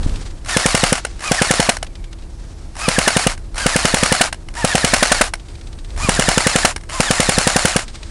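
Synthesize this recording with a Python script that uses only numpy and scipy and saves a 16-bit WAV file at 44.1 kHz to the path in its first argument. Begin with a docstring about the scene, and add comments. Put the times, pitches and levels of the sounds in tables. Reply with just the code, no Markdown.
"""A gust buffets the microphone in an overgrown field; grass rustles and airsoft guns tick far off.
Then, close to the microphone, an electric airsoft rifle fires seven full-auto bursts.
Its motor and gear train wind a spring piston; each release puffs air down the barrel and slams
the gearbox, overloading the microphone. Shots with no pellet to cushion the piston hit hardest.
Light wind and faint insects fill the pauses."""
import sys
import numpy as np
from scipy import signal
from scipy.io import wavfile
from scipy.ndimage import uniform_filter1d

SR = 44100
rng = np.random.default_rng(int(sys.argv[2]) if len(sys.argv) > 2 else 0)


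def generate_wav(signal):
    """Clip the signal to [-1, 1] and save it as 16-bit WAV at the path in sys.argv[1]."""
    frames = np.transpose(np.atleast_2d(signal))
    scaled = np.clip(frames, -1, 1) * 32767
    pcm = np.round(scaled).astype(np.int16)
    wavfile.write(sys.argv[1], SR, pcm)


N = 357307
TIME = np.arange(N) / SR
AGE = np.arange(4096) / SR   # seconds into one short sound

# bursts of the distant guns: (first shot [s], rounds, cycle [s], level [dB])
FAR_BURSTS = [(0.03, 3, 0.064, -26.5), (1.8663, 4, .0873, -29.5), (2.186, 2, .036, -39),
              (5.3965, 2, 0.088, -32.5), (5.553, 8, .0585, -32.5), (7.88, 3, 0.075, -25)]
# bursts of the close rifle: (trigger pull [s], first shot [s], rounds, steady cycle [s],
# first cycle's lag [s], last cycle's lag [s], gear mesh on first winding [Hz], mesh coasting [Hz])
RIFLE_BURSTS = [(.444, .5654, 5, .0880, .0035, .0015, 1872, 1300),
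                (1.19, 1.3136, 5, .0892, .0126, .0032, 1257, 750),
                (2.75, 2.8819, 5, .0894, .0120, .0116, 1270, 1200),
                (3.541, 3.6603, 7, .0897, .0084, .0004, 1631, 2200),
                (4.536, 4.6435, 7, .0909, .0148, .0025, 964, 1500),
                (5.96, 6.088, 7, .0904, .0130, .0010, 1220, 1900),
                (6.888, 7.0001, 9, .0902, .0153, .0195, 1080, 950)]
# resonances of the gearbox shell and receiver: (frequency [Hz], width [Hz], gain [dB])
SHELL_MODES = [(721, 280, -5), (1010, 42, -19), (1214, 290, -17.5), (1518, 390, -5.5), (2088, 187, -5),
               (2200, 76, -15), (2929, 180, -6.5), (4090, 660, -2.5), (5400, 500, -4), (6960, 1200, -13.5),
               (8840, 1200, -8.5)]
# spectrum of a metal contact: (frequency [Hz], level [dB])
CRACK_SPECTRUM = [(200, 3), (700, 8.5), (2000, 7.5), (3000, 6), (3600, -2), (5500, 1.5), (7000, -1),
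                  (9500, 2.5), (12000, -5.5)]


def from_db(db):
    return 10 ** (np.asarray(db) / 20)


def rms_one(x):
    return x / np.sqrt(np.mean(x ** 2) + 1e-20)


def add(out, s, sound):
    """Mix a sound in at a given time."""
    at = int(s * SR)
    out[at:at + len(sound)] += sound[:N - at]


def low_pass(x, hz, order=2):
    return signal.sosfilt(signal.butter(order, hz, fs=SR, output="sos"), x)


def drift(rate_hz):
    """A smooth random wander with a spread of 1."""
    return rms_one(low_pass(rng.standard_normal(N + SR), rate_hz)[SR:])


def swells(rows):
    """Bell-shaped rises in dB, from (time [s], rise [dB], half-length [s]) rows."""
    return sum(db * np.exp(-((TIME - s) / half_s) ** 2) for s, db, half_s in rows)


def colour(x, spectrum):
    """Give a steady signal a spectrum; rms 1."""
    hz, db = np.transpose(spectrum)
    bins_hz = np.fft.rfftfreq(len(x), 1 / SR)
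    gain = from_db(np.interp(np.log(bins_hz + 1), np.log(hz), db))
    return rms_one(np.fft.irfft(np.fft.rfft(x) * gain, len(x)))


def resonate(x, modes):
    """Parallel resonances, from (frequency [Hz], width [Hz], gain [dB]) rows."""
    out = 0
    for hz, width_hz, db in modes:
        r = np.exp(-np.pi * width_hz / SR)
        poles = [1, -2 * r * np.cos(2 * np.pi * hz / SR), r * r]
        out = out + from_db(db) * (1 - r * r) / 2 * signal.lfilter([1, 0, -1], poles, x + 1e-18)
    return out


def strike(rise_s, decay_s):
    """Envelope of a contact: a quick swell and an exponential fall, top 1."""
    shape = (1 - np.exp(-AGE / rise_s)) ** 2 * np.exp(-AGE / decay_s)
    return shape / shape.max()


def chatter(spectrum):
    """A short stretch of coloured noise."""
    return colour(rng.standard_normal(len(AGE)), spectrum)


def puff(width_s):
    """One smooth lobe of pressure."""
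    return -np.sin(np.pi * np.minimum(AGE / width_s, 1)) ** 2


def wind(lull_db=-29.5):
    """Lumpy low turbulence right at the microphone port, with a few single buffets."""
    # turbulent rumble: (frequency [Hz], level [dB])
    rumble_spectrum = [(15, -15.5), (28, 5.5), (55, -2.5), (90, -8), (150, -17.5), (300, -23.5), (700, -32),
                       (3000, -49)]
    # gusts: (time [s], rise [dB], half-length [s])
    gusts = [(.04, 11.5, 0.21), (6.1, 9, 0.17)]
    # sudden buffets of air: (time [s], level [dB], length [s])
    buffets = [(0.0588, -9, 0.0053), (.062, -1.5, 0.0041), (6.046, -9.5, 0.0055)]
    gain = from_db(lull_db + swells(gusts) + .61 * drift(8.8))
    out = gain * colour(rng.standard_normal(N), rumble_spectrum)
    for s, db, length_s in buffets:
        add(out, s, from_db(db) * puff(length_s))
    return out


def field(rustle_db=-54, chirr_fade_s=.1, hum_hz=334):
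    """All around the microphone: rustling grass, thin insect hisses and a faint steady hum."""
    # rustle of grass and clothing: (frequency [Hz], level [dB])
    rustle_spectrum = [(60, -15), (400, 3), (800, 7.5), (1600, 6.5), (3000, 4), (4500, 6), (7000, 1.5),
                       (8500, 2.5), (10000, -8.5), (12000, -31)]
    # swishes of grass and clothing: (time [s], rise [dB], half-length [s])
    swishes = [(.15, 14, 0.21), (1.1, 11.5, 0.16), (2.5, 3, 0.19), (5.95, 5, 0.58), (8.15, 13, .45)]
    # insects in the grass: (start [s], end [s], frequency [Hz], width [Hz], level [dB])
    chirrs = [(2.247, 2.798, 5400, 1300, -59), (5.42, 8.2, 8400, 290, -59.5)]
    gain = from_db(rustle_db + swells(swishes) + 2.8 * drift(22))
    grass = gain * colour(rng.standard_normal(N), rustle_spectrum)
    insects = np.zeros(N)
    for start_s, end_s, hz, width_hz, db in chirrs:
        gate = np.clip(np.minimum(TIME - start_s, end_s - TIME) / chirr_fade_s, 0, 1)
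        hiss = rms_one(resonate(rng.standard_normal(N), [(hz, width_hz, 0)]))
        insects += from_db(db) * gate * hiss
    hum = from_db(-48) * np.sin(2 * np.pi * np.cumsum(hum_hz + 3.57 * drift(4.6)) / SR)
    return grass + insects + hum


def far_guns():
    """Guns across the field: distance leaves small dull ticks with a short scatter from the bushes."""
    # a shot heard from afar: (frequency [Hz], level [dB])
    tick_spectrum = [(300, -10), (800, -1.5), (2200, 4.5), (4000, 7), (6500, -1.5), (10000, -8.5),
                     (12000, -13)]
    tick, scatter = strike(.0017, .0039), from_db(-22) * strike(.0036, .0096)
    out = np.zeros(N)
    for first_s, rounds, cycle_s, db in FAR_BURSTS:
        for s in first_s + cycle_s * np.arange(round(rounds)):
            add(out, s - .001, from_db(db - 6.5) * chatter(tick_spectrum) * (tick + scatter))
    return out


def gearbox(force, direct_db, ring_db=-1.5):
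    """Metal contacts reach the microphone directly and through the ringing shell."""
    return from_db(ring_db) * resonate(force, SHELL_MODES) + from_db(direct_db) * force


def clacks(trigger_db=-27.5, pinion_db=-23, bounce_s=.017, bounce_db=-16.5):
    """The trigger clicks and the motor's pinion bites; loose parts knock and bounce once."""
    # latch and gears knocking as the drive stops or takes up slack: (time [s], level [dB])
    latch_knocks = [(0.494, -15), (0.979, -17), (1.05, -8.5), (1.121, -44), (1.768, -15), (1.828, -12),
                    (3.377, -27.5), (3.58, -12), (4.327, -10.5), (4.486, -26.5), (5.337, -9.5),
                    (6.762, -12.5), (6.81, -32), (6.836, -30), (6.896, -18.5)]
    knocks = latch_knocks + [(s + bounce_s, db + bounce_db) for s, db in latch_knocks]
    for pull, *_ in RIFLE_BURSTS:
        knocks += [(pull + .0033, trigger_db), (pull + .016, pinion_db)]
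    shape = strike(.0016, .0018) + from_db(-22) * strike(.0025, .013)
    thump = from_db(-4.5) * puff(.00042)
    force = np.zeros(N)
    for s, db in knocks:
        add(force, s - .0008, from_db(db) * (chatter(CRACK_SPECTRUM) * shape + thump))
    return gearbox(force, direct_db=-9)


def burst_shots(lag_kept=.18):
    """Release times by burst: cycles settle as the motor speeds up; the last drags on letting go."""
    out = []
    for _, first_s, rounds, cycle_s, first_lag_s, last_lag_s, _, _ in RIFLE_BURSTS:
        cycles = cycle_s + first_lag_s * lag_kept ** np.arange(round(rounds) - 1)
        cycles[-1] += last_lag_s
        out.append(first_s + np.append(0, np.cumsum(cycles)))
    return out


def mesh_rate(teeth=205, crest_s=.034, sag=.76, coast_s=.1):
    """Gear mesh in Hz: the motor races after each release, then sags as the spring is compressed."""
    knots = []
    for (pull, *_, first_hz, coast_hz), shots in zip(RIFLE_BURSTS, burst_shots()):
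        first, final = shots[0], shots[-1]
        knots += [(pull, 0), (first - .075, .9 * first_hz), (first - .052, first_hz),
                  (first - .032, first_hz), (first - .004, .88 * first_hz)]
        for previous, shot in zip(shots[:-2], shots[1:-1]):
            top_hz = teeth / (shot - previous)   # the same teeth pass in every cycle
            knots += [(previous + crest_s, top_hz), (shot - .04, .965 * top_hz),
                      (shot - .022, .89 * top_hz), (shot - .004, sag * top_hz)]
        # the trigger is let go during the last winding, and the drive coasts to a halt
        knots += [(shots[-2] + crest_s, top_hz), (shots[-2] + .064, .93 * top_hz),
                  (final - .004, .74 * np.sqrt(top_hz * coast_hz)), (final + .035, coast_hz),
                  (final + .065, .62 * coast_hz), (final + .085, .1 * coast_hz), (final + coast_s, 0)]
    hz = np.interp(TIME, *np.transpose(sorted(knots)))
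    return np.maximum(uniform_filter1d(hz, size=400), 0)


def spring_load(teeth_turned, slip_s=.005, stroke_teeth=135):
    """0 while the piston is free, rising to 1 just before it slips off the sector gear."""
    slips = np.interp(np.concatenate(burst_shots()) - slip_s, TIME, teeth_turned)
    next_slip = np.append(slips, np.inf)[np.searchsorted(slips, teeth_turned)]
    teeth_left = next_slip - teeth_turned
    return uniform_filter1d(np.clip(1 - teeth_left / stroke_teeth, 0, 1), size=90)


def gear_level(hz, load, full_speed_hz=2430, slack_db=-5.5, spin_up_s=.027):
    """Faster gears are louder; after a pull they swell, but stay quiet until they pick up the piston."""
    gain = from_db(-19) * (hz / full_speed_hz) ** .84
    for pull, first_s, *_ in RIFLE_BURSTS:
        start = (TIME > pull) & (TIME < (pull + first_s) / 2)
        slack = load[start] < .001
        spin_up = 1 - np.exp(-(TIME[start] - pull) / spin_up_s)
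        gain[start] *= spin_up * from_db(slack_db * slack)
    return gain


def gear_train(grain_db=3, tooth_depth=.17, pressed_grind_db=-2.5, free_whine_db=-11.5):
    """Teeth grind with a gritty hiss; pressed together by the spring they rattle less and whine more."""
    # grinding teeth: (frequency [Hz], level [dB])
    grind_spectrum = [(100, -10), (440, -7.5), (700, 5.5), (900, 1.5), (1300, 4), (2000, 1), (2800, 0),
                      (3400, -3.5), (4200, -2), (5200, -1.5), (7000, -4), (10000, -4.5), (12000, -13.5)]
    # metallic sheen near 7 kHz: (time [s], level against the grinding [dB])
    sheen_levels = [(5.3, -27), (6.0, -14.5)]
    # gear whine: (multiple of the mesh rate, level [dB])
    mesh_tones = [(1, -4.5), (1.25, -18), (2, -4.5), (2.5, -14), (3, -14.5), (4, -14.5)]
    # how well the shell radiates a tone: (frequency [Hz], gain [dB])
    radiance = [(500, -3), (1000, 5), (1250, 3.5), (1450, 0), (1740, 8.5), (2050, -10), (2450, 4),
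                (3300, -4.5), (4150, -3.5), (4700, 3.5), (7000, -7)]
    hz = mesh_rate() * (1 + .005 * drift(250) + .012 * drift(12))
    teeth_turned = np.cumsum(hz) / SR
    phase, load = 2 * np.pi * teeth_turned, spring_load(teeth_turned)
    grit = rng.standard_normal(N) * from_db(grain_db * drift(940)) * (1 + tooth_depth * np.cos(phase))
    sheen_db = np.interp(TIME, *np.transpose(sheen_levels))
    sheen = from_db(sheen_db) * rms_one(resonate(grit, [(7090, 500, 0)]))
    grind = from_db(pressed_grind_db * load ** 2) * (colour(grit, grind_spectrum) + sheen)
    whine = np.zeros(N)
    for multiple, db in mesh_tones:
        shell_db = np.interp(multiple * hz, *np.transpose(radiance))
        waver_db = 2 * drift(58) + 1.5 * drift(11)
        whine += from_db(db + shell_db + waver_db) * np.sin(multiple * phase)
    whine *= from_db(.5 + free_whine_db * (1 - load) ** 2)
    return gear_level(hz, load) * (grind + whine)


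def all_shots(pellet_slam=.1, empty_slam=.87):
    """Every release as (time [s], slam): 0 is cushioned by the air behind a pellet, 1 a bare hit."""
    # shots with no pellet in the barrel: (approximate time [s])
    empty_shots = [1.69, 3.08, 4.21, 4.93, 5.02, 5.12, 5.21, 6.65]
    times = np.concatenate(burst_shots())
    empty = np.abs(times[:, None] - empty_shots).min(axis=1) < .04
    slam = np.where(empty, empty_slam, pellet_slam) + rng.normal(0, .058, len(times))
    return list(zip(times, np.clip(slam, 0, 1)))


def barrel(shots, direct_db=-18, stock_hz=225, stock_width_hz=70):
    """The air puff rings the barrel like a stopped pipe; a bare piston hit thuds through the stock."""
    # air column in the barrel and the stock: (frequency [Hz], width [Hz], gain [dB])
    air_modes = [(173, 88, 1), (245.6, 40, -7), (409, 68, -8), (508, 68, 0), (872, 82, -2.5)]
    air, recoil = np.zeros(N), np.zeros(N)
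    for s, slam in shots:
        add(air, s - .0002, from_db(3 - 6 * slam + rng.normal(0, .33)) * puff(.0013))
        add(recoil, s + .00476, from_db(8) * slam * puff(.00056))
    thud = resonate(recoil, [(stock_hz, stock_width_hz, 0)])
    return 2 * resonate(air, air_modes) + from_db(direct_db) * air + thud


def piston(shots, travel_s=.0039, early_s=.0019):
    """The piston hits the cylinder head, sooner and harder without an air cushion."""
    # bright pop of a pellet leaving the muzzle: (frequency [Hz], level [dB])
    pop_spectrum = [(3000, -16), (8000, 0), (10500, 0), (12000, -30)]
    blows, cracks, pops = np.zeros((3, N))
    same_parts = chatter(CRACK_SPECTRUM)   # the same parts meet every time
    for s, slam in shots:
        impact_s = s + travel_s - early_s * slam
        add(blows, impact_s, from_db(-11.5 + 34 * slam + rng.normal(0, 1)) * puff(.00039))
        contact = (same_parts + chatter(CRACK_SPECTRUM)) / np.sqrt(2)
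        shape = strike(.00055, .0017 + .0025 * slam) + from_db(-10.5) * strike(.0025, .0037)
        add(cracks, impact_s, from_db(-3 + 7 * slam) * contact * shape)
        add(pops, s + .0045, (1 - slam) * chatter(pop_spectrum) * strike(.0002, .0005))
    return pops + resonate(blows, SHELL_MODES) + gearbox(cracks, direct_db=-5.5)


def nozzle(slow_db=-5.5, spread_db=1.7):
    """After a shot the piston rebounds, the nozzle snaps back and the sector gear takes the piston."""
    # contacts of the nozzle and the sector gear: (time after the release [s], level [dB])
    snaps = [(.0215, -24.5), (.0285, -17), (.032, -11.5), (.0465, -21.5)]
    force = np.zeros(N)
    for shots in burst_shots():
        for s in shots:
            rebound = from_db(-25) * chatter(CRACK_SPECTRUM) * strike(.00015, .0016)
            add(force, s + .012, rebound)
            gears_slow = s in (shots[0], shots[-1])
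            cycle_db = slow_db * gears_slow + rng.normal(0, spread_db)
            for delay_s, db in snaps:
                contact = chatter(CRACK_SPECTRUM) * strike(.0003, .0025) + from_db(9) * puff(.0004)
                add(force, s + delay_s + rng.normal(0, .0008), from_db(cycle_db + db) * contact)
    treble = force - low_pass(force, 3000, order=1)
    return from_db(5) * resonate(force, SHELL_MODES) + from_db(-9) * treble


def far_whine(top_hz=2400, sag_hz=420):
    """The nearest of the distant guns whines down through each of its windings."""
    first_s, rounds, cycle_s, _ = FAR_BURSTS[1]
    wound = np.clip((TIME - first_s) / cycle_s, 0, round(rounds) - 1) % 1
    hz = top_hz - sag_hz * wound ** 2
    return from_db(-57) * np.sin(np.pi * wound) * np.sin(2 * np.pi * np.cumsum(hz) / SR)


def scene():
    """One microphone in the field: the rifle close by, other guns far off, wind and grass around."""
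    shots = all_shots()
    rifle = gear_train() + barrel(shots) + piston(shots) + nozzle() + clacks()
    return (rifle + far_guns() + far_whine() + wind() + field())[None]


def record(dry, overload=.67, band_hz=10900, ceiling=.74, cutoff_hz=16000):
    """The input overloads, a narrow-band recorder dulls the top, and its overshoots are clipped."""
    overloaded = dry / (1 + (dry / overload) ** 8) ** (1 / 8)
    narrow = np.clip(low_pass(overloaded, band_hz, order=14), -ceiling, ceiling)
    top_cut = signal.firwin(127, cutoff_hz, window="blackman", fs=SR)
    return np.convolve(narrow[0], top_cut, "same")[None]


dry = scene()
out = record(dry)
generate_wav(out)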